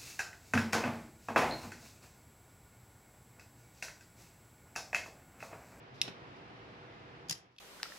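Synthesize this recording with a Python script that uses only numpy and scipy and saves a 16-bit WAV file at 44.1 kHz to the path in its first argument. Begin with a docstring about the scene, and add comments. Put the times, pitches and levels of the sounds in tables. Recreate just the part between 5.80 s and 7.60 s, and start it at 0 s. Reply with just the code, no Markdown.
"""A hand-held desoldering pump, close up at a workbench, over the low fan hum of a small room.
A faint, thin hiss swells, the plunger latches with a dry plastic snap, and the hand bumps the barrel.
A good second later the plunger is released: it slams home, rebounds and rings its steel spring.
The hum sinks away, and the loose plunger ticks lightly as the pump is lifted."""
import sys
import numpy as np
from scipy import signal
from scipy.fft import rfft, irfft, next_fast_len
from scipy.io import wavfile
from scipy.ndimage import map_coordinates

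SR = 44100
rng = np.random.default_rng(int(sys.argv[2]) if len(sys.argv) > 2 else 0)


def materialize(psi):
    """Save the field psi as 16-bit PCM at rate SR to the path in sys.argv[1].

    A 1-D psi becomes a single channel; in a 2-D psi each row is a channel.
    """
    bounded = np.clip(np.atleast_2d(psi).T, -1, 1)
    quanta = np.round(bounded * 32767).astype(np.int16)
    wavfile.write(sys.argv[1], SR, quanta)


N = 79380

# Blows of the released plunger. Each row: start in seconds, level in dB, the clatter's t60 in seconds,
# crack level in dB.
PLUNGER_BLOWS = [(1.4854, -48, 0.025, -53), (1.4942, -45.5, 0.026, -52), (1.4963, -30, 0.029, -33),
                 (1.5068, -41, 0.016, -55), (1.5094, -30.5, 0.028, -28), (1.523, -35, 0.02, -42),
                 (1.5255, -37.5, 0.029, -52)]
# The bright colour of clatter and rattle. Each row: frequency in Hz, level in dB.
CLATTER_COLOUR = [(300, -40.5), (1300, -8), (2700, -7), (4400, -3), (5100, 0.5), (7000, -4.5),
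                  (8200, -14.5), (10500, -8), (12300, -18), (13700, -21), (15500, -40), (16400, -50)]
LEFT_RIGHT = np.array([[1], [-1]])
BLOW_ATTACK_S, SNAP_ATTACK_S = 0.00022, 0.0001


def amp(db):
    """Decibels to gain."""
    return 10 ** (np.asarray(db) / 20)


def along(points, hz):
    """Read a curve of (Hz, value) points on a log frequency axis."""
    f, v = np.transpose(points)
    return np.interp(np.log(hz + 1), np.log(f + 1), v)


def since(start):
    """Seconds since start for every sample, zero before it."""
    return np.maximum(np.arange(N) / SR - start, 0)


def strike(t, attack, t60):
    """A fast rise and an exponential fall of 60 dB in t60 seconds."""
    return (1 - np.exp(-t / attack)) * np.exp(-np.log(1000) * t / t60)


def swell(start, length, db):
    """A smooth rise and fall."""
    return amp(db) * np.sin(np.pi * np.minimum(since(start) / length, 1))


def wobble(rate):
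    """A smooth random curve, rate knots a second."""
    return map_coordinates(rng.standard_normal(200), [np.arange(N) * rate / SR], mode="mirror")


def panned(x, db):
    """Raise the left side and lower the right by db."""
    return x * amp(db * LEFT_RIGHT)


def filtered(x, response):
    """Shape x with a complex frequency response."""
    size = next_fast_len(N + SR // 2)
    return irfft(rfft(x, size) * response(np.fft.rfftfreq(size, 1 / SR)), size)[..., :N]


def noise(colour, likeness):
    """Coloured stereo noise of rms 1; left-right likeness is one number or a curve over frequency."""
    def mid_side(hz):
        alike = likeness if np.isscalar(likeness) else along(likeness, hz)
        angle = np.arccos(alike) / 2
        return amp(along(colour, hz)) * np.vstack([np.cos(angle), np.sin(angle)])
    mid, side = filtered(rng.standard_normal((2, N)), mid_side)
    stereo = np.array([mid + side, mid - side])
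    return stereo / np.sqrt(np.mean(stereo ** 2))


def in_room(x, room_db, bench_db):
    """Add the bench's early scatter and the room's short tail."""
    # The room's decay. Each row: frequency in Hz, t60 in seconds.
    room_decay = [(200, 0.23), (2500, 0.34), (5500, 0.26), (9000, 0.21), (13500, 0.21), (15500, 0.13)]
    length, build_up_s = SR // 2, 0.0075
    hz, t, spectra = signal.stft(rng.standard_normal((2, length)), SR, nperseg=256)
    spectra *= np.exp(-np.log(1000) * t / along(room_decay, hz)[:, None])
    tail = signal.istft(spectra, SR, nperseg=256)[1][:, :length]
    tail *= 1 - np.exp(-since(0)[:length] / build_up_s)
    early = rng.standard_normal(tail.shape) * strike(since(0.0016)[:length], attack=0.00048, t60=0.026)
    echo = amp(room_db) * tail / np.linalg.norm(tail[0])
    echo += amp(bench_db) * early / np.linalg.norm(early[0])
    return x + signal.fftconvolve(x, echo, axes=1)[:, :N]


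def fan():
    """A bed of air and wavering tones from a fan on the right; it sinks after the release."""
    # The fan's tones. Each row: frequency in Hz, level in dB against the air.
    hum_tones = [(123.8, -19), (393, -16), (484.5, -16), (683.7, -20), (787, -19)]
    # The air's dark colour. Each row: frequency in Hz, spectral density in dB.
    air_colour = [(15, -68), (25, -30), (40, -22.5), (60, -11), (82, -9.5), (118, -0.5), (220, -8.5),
                  (300, -5.5), (378, -6), (430, -11.5), (482, -7.5), (567, -12), (666, -9), (826, -11),
                  (1300, -11.5), (2700, -17.5), (5430, -30.5), (7100, -43), (15500, -66)]
    # The air's stereo image. Each row: frequency in Hz, left-right likeness (1 is mono).
    air_likeness = [(60, 0.96), (200, 0.91), (330, 0.7), (520, 0.85), (950, 0.048), (1150, 0.34),
                    (1600, 0.41), (2600, 0.097), (4000, 0.073)]
    # The bed's fader ride. 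Each row: time in seconds, level in dB.
    fader = [(0, -55), (.12, -55), (.3, -52), (.9, -52.5), (1.4, -53), (1.5, -55.5), (1.62, -62.5),
             (1.7, -65.5), (1.8, -74)]
    flutter_db, drift_rad = 2.5, 1.15
    lag_s, lag_above_hz = 0.00042, 420  # the highs reach the left side late
    t, hum = since(0), np.zeros(N)
    for hz, db in hum_tones:
        peak = np.sqrt(2) * amp(db + flutter_db * wobble(7.79))
        hum += peak * np.sin(2 * np.pi * hz * t + drift_rad * wobble(8.97))

    def left_late(hz):
        delay = lag_s * hz ** 2 / (hz ** 2 + lag_above_hz ** 2)
        return np.exp(-1j * np.pi * hz * delay * LEFT_RIGHT)
    bed = filtered(noise(air_colour, air_likeness) + hum, left_late)
    return panned(amp(np.interp(t, *np.transpose(fader))) * bed, db=-0.43)


def hiss_and_rattle():
    """A faint, thin, grainy hiss swells just before the snap and twice later; the spring rattles out."""
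    # Swells of hiss. Each row: start in seconds, length in seconds, level in dB.
    hiss_swells = [(0.139, 0.032, -67), (0.153, 0.068, -67), (0.557, 0.039, -67.5), (1.685, 0.13, -81)]
    # Their thin colour. Each row: frequency in Hz, level in dB.
    hiss_colour = [(1500, -36), (3500, 2), (5500, 0.5), (8000, -18.5), (12500, -22), (15000, -38)]
    # The spring's rattle: start in seconds, length in seconds, level in dB.
    rattle_swell = (1.503, 0.11, -61)
    hiss = sum(swell(*row) for row in hiss_swells) * noise(hiss_colour, likeness=0.23)
    rattle = swell(*rattle_swell) * noise(CLATTER_COLOUR, likeness=0.2)
    grain = amp(2.9 * wobble(100))
    return (hiss + rattle) * grain


def hand():
    """Damped bumps and short scuffs of the barrel in the grip, with no deep bass below them."""
    # Dull bumps. Each row: start in seconds, level in dB, pitch in Hz, t60 in seconds, left pan in dB.
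    knocks = [(0.125, -52.5, 136.7, 0.36, 1.5), (0.239, -47.5, 133, 0.13, 1),
              (.2798, -32.5, 750, 0.01, 0.5), (0.2822, -37, 262, 0.032, 1.5),
              (0.3036, -43.5, 162, 0.049, 1), (.422, -49, 150, 0.044, 0.5), (1.494, -43, 165, 0.069, 1),
              (1.5088, -28.5, 950, 0.0052, 4.5), (1.5126, -40, 153, 0.053, -1)]
    # Scuffs of the hand. Each row: start in seconds, level in dB, t60 in seconds.
    rubs = [(0.245, -49, 0.18), (0.2774, -40.5, 0.072)]
    # Their soft colour. Each row: frequency in Hz, level in dB.
    scuff_colour = [(100, -21), (400, 11), (1000, -2.5), (2000, -1.5), (5500, -8), (8000, -25),
                    (14000, -42)]
    bumps = np.zeros((2, N))
    for start, db, hz, t60, pan in knocks:
        t = since(start)
        bumps += panned(amp(db) * strike(t, 0.00053, t60) * np.sin(2 * np.pi * hz * t), pan)
    scuffing = sum(amp(db) * strike(since(start), 0.0011, t60) for start, db, t60 in rubs)
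    scuffs = scuffing * noise(scuff_colour, likeness=0.78)
    low_cut = signal.butter(2, 68, "highpass", fs=SR, output="sos")
    return in_room(signal.sosfilt(low_cut, bumps + scuffs), room_db=-14.5, bench_db=-5)


def plastic_clicks(hits, modes):
    """Each hit gives a tiny crack and briefly rings the plastic; the ring reaches the right first."""
    # The crack's colour. Each row: frequency in Hz, level in dB.
    crack_colour = [(700, -32), (2500, 6.5), (5500, 2.5), (7500, -5.5), (12500, -7), (15500, -22)]
    left_lag_s, crack_db = 0.00005, -11
    body, snaps = np.zeros((2, N)), np.zeros(N)
    for start, db, pitch in hits:
        span = slice(int(start * SR), int(start * SR) + SR // 10)
        t = np.array([since(start + left_lag_s), since(start)])[:, span]
        for k, (hz, mode_db, t60) in enumerate(modes):
            tone = (-1) ** k * np.sin(2 * np.pi * hz * pitch * t)  # modes alternate in polarity
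            body[:, span] += amp(db + mode_db) * strike(t, SNAP_ATTACK_S, t60) * tone
        snaps += amp(db + crack_db) * strike(since(start), SNAP_ATTACK_S, t60=0.013)
    crack = snaps * noise(crack_colour, likeness=0.16)
    clicks = in_room(body, room_db=-15, bench_db=-15) + in_room(crack, room_db=-7, bench_db=-5)
    return panned(clicks, db=-1)


def cap_ticks():
    """The loose plunger ticks and rings its cap as the pump is lifted."""
    # Light ticks. Each row: start in seconds, level in dB, pitch factor.
    ticks = [(1.7638, -59, 1), (1.7837, -47.5, 1.0), (1.7864, -44, 0.97)]
    # The cap's modes. Each row: frequency in Hz, level in dB, t60 in seconds.
    cap_modes = [(2670, -3, 0.021), (3370, -1.5, 0.015), (3750, -2.5, 0.013), (4550, -5, 0.012),
                 (5400, -3.5, 0.0056), (7060, -12, 0.0087), (11000, -23, 0.0044)]
    return plastic_clicks(ticks, cap_modes)


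def latch():
    """The latch catches with a dry snap, then the barrel shifts in the grip."""
    # The snap and its small followers. Each row: start in seconds, level in dB, pitch factor.
    clicks = [(0.2154, -16.5, 1.0), (.2195, -36, 0.96), (.2237, -47.5, 0.93), (.2792, -43.5, 1.0)]
    # Modes of latch and barrel. Each row: frequency in Hz, level in dB, t60 in seconds.
    barrel_modes = [(1775, -25, 0.014), (2065, -22, 0.044), (2560, -5, 0.013), (2940, -4, 0.0092),
                    (3683, -0.5, 0.012), (4020, -2, 0.009), (4640, -10.5, 0.01), (4920, -20, 0.058),
                    (5350, -2, 0.014), (5890, -8, 0.012), (7040, -15.5, 0.0099), (8740, -20.5, 0.019),
                    (10800, -17, .006), (12440, -25, 0.0076)]
    return plastic_clicks(clicks, barrel_modes)


def spring():
    """Every blow adds energy to the coil's modes, which waver as the turns touch."""
    # Modes of spring and rod. 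Each row: frequency in Hz, level in dB, t60 in seconds.
    coil_modes = [(4905, -18.5, 0.16), (4975, -10, 0.1), (5107, -18, 0.077), (5330, -30, .23),
                  (5600, -23, 0.24), (6000, -30, 0.12), (6740, -17, 0.068), (7250, -20.5, 0.05),
                  (10360, -25, 0.052), (13700, -25, .06)]
    waver_rad, spread_rad = 0.32, 1
    t, ring = since(0), np.zeros((2, N))
    for hz, mode_db, t60 in coil_modes:
        energy = sum((amp(db) * strike(since(start), BLOW_ATTACK_S, t60)) ** 2
                     for start, db, _, _ in PLUNGER_BLOWS)
        phase = 2 * np.pi * hz * t + waver_rad * wobble(111) + spread_rad * LEFT_RIGHT / 2
        ring += amp(mode_db) * np.sqrt(energy) * np.sin(phase)
    return ring


def plunger_slam():
    """The freed plunger hits its stop and rebounds; every blow cracks, clatters and rings the spring."""
    # The steely edge of a blow. Each row: frequency in Hz, level in dB.
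    steel_colour = [(1000, -22), (3500, -7), (6000, 7), (8300, -17), (11000, -2), (14000, -8), (16400, -25)]
    lead_s, likeness = 0.00016, 0.26  # the plunger is nearer the left side
    clatter, crack = np.zeros((2, N))
    for start, db, t60, crack_db in PLUNGER_BLOWS:
        clatter += amp(db) * strike(since(start), BLOW_ATTACK_S, t60)
        crack += amp(crack_db) * strike(since(start), SNAP_ATTACK_S, t60=0.0088)
    impacts = clatter * noise(CLATTER_COLOUR, likeness) + crack * noise(steel_colour, likeness)
    impacts = filtered(impacts, lambda hz: np.exp(1j * np.pi * hz * lead_s * LEFT_RIGHT))
    return panned(spring() + in_room(impacts, room_db=-15.5, bench_db=-8.5), db=1)


def scene():
    """Pump and hand over the fan bed."""
    return latch() + cap_ticks() + plunger_slam() + hiss_and_rattle() + hand() + fan()


def record(dry):
    """A brick-wall high cut takes off the very top."""
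    return filtered(dry, lambda hz: hz < 16400)


dry = scene()
out = record(dry)
materialize(out)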